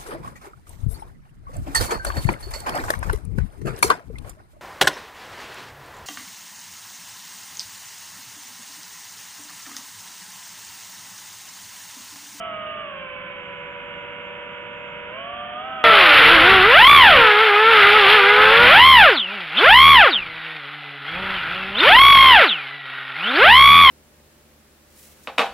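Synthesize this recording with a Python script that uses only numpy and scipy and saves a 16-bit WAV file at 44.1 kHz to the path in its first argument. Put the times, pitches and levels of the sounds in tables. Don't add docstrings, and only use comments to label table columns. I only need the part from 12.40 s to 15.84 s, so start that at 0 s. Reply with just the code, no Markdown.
import sys
import numpy as np
from scipy import signal
from scipy.fft import rfft, irfft, next_fast_len
from scipy.io import wavfile
from scipy.ndimage import uniform_filter1d, map_coordinates

SR = 44100
rng = np.random.default_rng(int(sys.argv[2]) if len(sys.argv) > 2 else 0)


def file_out(sig):
    cols = np.atleast_2d(sig).T
    lim = np.clip(cols, -1, 1)
    pcm = np.round(lim * 32767).astype(np.int16)
    wavfile.write(sys.argv[1], SR, pcm)


def nominal_scale(level):
    x = np.asarray(level, float) / 20
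    return 10 ** x


N = 151704

# (time [s], speed of rotors 1, 2, 3, 4 [turns per second])
SHAFT_SPEEDS = [(0.0, 219.0, 233.1, 219.2, 194.0), (0.06, 217.9, 233.3, 217.7, 194.0),
                (0.13, 209.8, 224.3, 210.1, 185.6), (0.24, 206.0, 222.1, 206.8, 185.8),
                (0.41, 200.4, 218.9, 209.1, 186.7), (0.56, 182.0, 199.6, 191.4, 170.6),
                (0.7, 171.7, 191.8, 189.8, 168.6), (0.87, 172.1, 192.2, 187.1, 165.7),
                (1.05, 165.2, 189.5, 186.6, 164.3), (1.5, 163.0, 193.6, 188.6, 159.2),
                (2.1, 162.5, 196.0, 186.3, 156.0), (2.7, 161.5, 197.9, 184.7, 155.2),
                (2.79, 183.7, 224.1, 211.9, 175.2), (2.92, 193.9, 237.8, 226.9, 189.7),
                (3.16, 200.2, 241.7, 233.3, 201.3), (3.27, 216.4, 259.4, 250.3, 217.8),
                (3.37, 215.6, 258.4, 252.3, 226.1), (3.44, 202.4, 246.8, 249.6, 214.0)]
CRUISE_HZ = [162, 197, 186, 156]
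# (multiple of its speed, level at cruise of rotors 1, 2, 3, 4 [dB])
ROTOR_TONES = [(1, -61, -59.5, -65, -64), (2, -68.5, -66, -75, -66.5), (3, -46.5, -45.5, -51, -62.5),
               (4, -72.5, -70.5, -67, -73), (5, -78.5, -74, -67, -71.5), (6, -47, -58.5, -62.5, -55.5),
               (7, -74.5, -60, -64.5, -74), (8, -64, -58.5, -59, -66.5), (9, -52.5, -56, -64.5, -56.5),
               (10, -58.5, -60.5, -64.5, -62.5), (11, -67.5, -59, -56.5, -62.5), (12, -60, -53.5, -63, -66),
               (13, -56, -54, -57, -66.5), (14, -55, -57.5, -52.5, -57.5), (15, -64, -65.5, -62, -57.5),
               (16, -78, -64.5, -69, -65), (17, -62.5, -71, -76, -68.5), (18, -61, -68.5, -79, -74),
               (19, -72, -64.5, -83, -77.5), (20, -71, -65, -64, -75), (21, -63, -51.5, -58, -65.5)]
# (multiple of bearing speed, level at cruise [dB])
BEARING_TONES = [(10, -62.5), (11, -66.5), (12, -51.5), (13, -60), (14, -58), (15, -60), (16, -53),
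                 (17, -59), (18, -63.5), (19, -69), (20, -55)]
WHINE_DB = [-36, -37, -39, -49]
ROTOR_PAN_DB = [-2, 4.5, -0.5, 3]
WHINE_PAN_DB = [2, 10, -12, 2]
BLADE_GROWTH = [11, 17, 13, 19]
OVERTONE_GROWTH = [15, 32, 32, 19]
# (pitch [Hz], width [Hz], boost [dB])
FRAME_RINGS = [(700, 200, 1), (1200, 90, 4), (1550, 60, 3), (2280, 100, 4), (2900, 100, 2.5), (3150, 80, 2)]
# (pitch [Hz], level [dB])
WASH_COLOUR = [(20, -14.5), (60, -4.5), (180, -3), (420, -6), (800, -7.5), (1450, 0), (2000, -11),
               (3000, -6)]
# (pitch [Hz], likeness [1 = same])
WASH_LIKENESS = [(60, .55), (300, .5), (900, .65), (1800, .35), (3200, .3)]
# (pitch [Hz], left over right [dB])
MIC_TILT = [(100, -1.5), (600, -1.5), (1000, -3), (1600, -3.5), (2400, -5), (3500, -4.5), (5000, -9)]
# (pitch [Hz], left ahead of right [radians])
MIC_LEAD = [(100, .1), (600, 0.62), (1400, -.1), (2000, 1.61), (3000, 1.55), (9000, 2.5)]
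# (pitch [Hz], level [dB])
MUFFLE = [(2900, 1), (3150, -0.5), (3350, -3.5), (3600, -15), (3850, -28), (4050, -33), (4200, -64.5),
          (4400, -120)]
# (pitch [Hz], width [Hz], level [dB])
LEAKS = [(4650, 90, -55), (5550, 220, -43), (6800, 280, -49), (8150, 350, -54), (9600, 450, -63)]

BLADES = 3
STEP = 128


def along(points, hz):
    f, value = np.transpose(points)
    return np.interp(np.log(hz + 1), np.log(f + 1), value)


def bumps(rows, hz):
    return sum(height * np.exp(-0.5 * ((hz - centre) / width) ** 2) for centre, width, height in rows)


def wobble(rate, step=1):
    knots = rng.standard_normal(int(rate * N / SR) + 4)
    return map_coordinates(knots, [np.arange(0, N, step) * rate / SR], order=1)


def filtered(x, response):
    m = next_fast_len(N + SR // 4)
    hz = np.fft.rfftfreq(m, 1 / SR)
    return irfft(rfft(x, m) * response(hz), m)[..., :N]


def shafts():
    time, *speeds = np.transpose(SHAFT_SPEEDS)
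    hz = np.array([np.interp(np.arange(N) / SR, time, speed) for speed in speeds])
    hz = uniform_filter1d(hz, size=SR // 25, axis=1, mode="nearest")
    hz = hz * (1 + np.array([0.0016 * wobble(9) + 0.0016 * wobble(45) for _ in speeds]))
    return hz, 2 * np.pi * np.cumsum(hz, axis=1) / SR


def wash(hz, angle):
    level_db, growth_db, gust_db = -43.5, 3.5, 0.25
    patchy_db, chop = 0.4, 0.25
    z = signal.stft(rng.standard_normal((2, N)), nperseg=512)[2]
    patches = rng.standard_normal(z.shape[1:])
    patches = uniform_filter1d(patches, size=5, axis=0)
    patches = uniform_filter1d(patches, size=10, axis=1)
    patches = patches / np.sqrt(np.mean(patches ** 2) + 1e-20)
    air = signal.istft(z * nominal_scale(patchy_db * patches), nperseg=512)[1][:, :N]
    air = air * (1 + chop * np.cos(BLADES * angle).sum(0) / 2)

    def colour(f):
        turn = np.arccos(np.clip(along(WASH_LIKENESS, f), -1, 1)) / 2
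        return nominal_scale(along(WASH_COLOUR, f)) * np.array([np.cos(turn), np.sin(turn)])

    mid, side = filtered(air, colour)
    low_mid, low_side = filtered(np.array([mid, side]), lambda f: f < 3000)
    loudness = np.sqrt(np.mean(low_mid ** 2 + low_side ** 2))
    effort_db = growth_db * np.log2(hz.mean(0) / np.mean(CRUISE_HZ))
    level = nominal_scale(level_db + effort_db + gust_db * wobble(3.107))
    return level * np.array([mid + side, mid - side]) / loudness


def tone(multiple, hz, angle, cruise_hz, level_db, growth_db, pan_db):
    pitch, cruise_pitch = multiple * hz[::STEP], multiple * cruise_hz
    frame_db = bumps(FRAME_RINGS, pitch) - bumps(FRAME_RINGS, cruise_pitch)
    flutter_db = 2.2 * np.clip(pitch / 1500 - 0.3, 0.3, 1) * wobble(22, step=STEP)
    db = level_db + growth_db * np.log2(pitch / cruise_pitch) + frame_db + flutter_db
    level = np.interp(np.arange(N), np.arange(0, N, STEP), np.sqrt(2) * nominal_scale(db))
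    uneven = rng.standard_normal(2) / (1 + (1600 / cruise_pitch) ** 4)
    pan_db = pan_db + 3.5 * uneven[0]
    lead = 0.52 * uneven[1]
    spin = multiple * angle + rng.uniform(0, 2 * np.pi)
    return np.array([nominal_scale(side * pan_db / 2) * level * np.sin(spin + side * lead / 2) for side in (1, -1)])


def bearing(hz, angle):
    out = np.zeros((2, N))
    for k, db in BEARING_TONES:
        out += tone(k * 1.097, hz[0], angle[0], CRUISE_HZ[0], db, 2.5, ROTOR_PAN_DB[0])
    return out


def rotors(hz, angle):
    out = np.zeros((2, N))
    for r in range(len(hz)):
        shaft = hz[r], angle[r], CRUISE_HZ[r]
        for k, *levels in ROTOR_TONES:
            growth = 2.5
            if k == BLADES:
                growth = BLADE_GROWTH[r]
            elif BLADES < k <= 6:
                growth = OVERTONE_GROWTH[r]
            out += tone(k, *shaft, levels[r], growth, ROTOR_PAN_DB[r])
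        out += tone(42, *shaft, WHINE_DB[r], 12, WHINE_PAN_DB[r])
    return out


def scene():
    hz, angle = shafts()
    return wash(hz, angle) + bearing(hz, angle) + rotors(hz, angle)


def roll_off(x):
    return signal.sosfilt(signal.butter(12, 10100, fs=SR, output="sos"), x)


def record(dry):
    leaks = [(centre, width, nominal_scale(db)) for centre, width, db in LEAKS]

    def microphones(f):
        left = nominal_scale(along(MIC_TILT, f) / 2) * np.exp(0.5j * along(MIC_LEAD, f))
        return np.array([left, 1 / left]) * (nominal_scale(along(MUFFLE, f)) + bumps(leaks, f))

    return roll_off(filtered(dry, microphones))


dry = scene()
out = record(dry)
file_out(out)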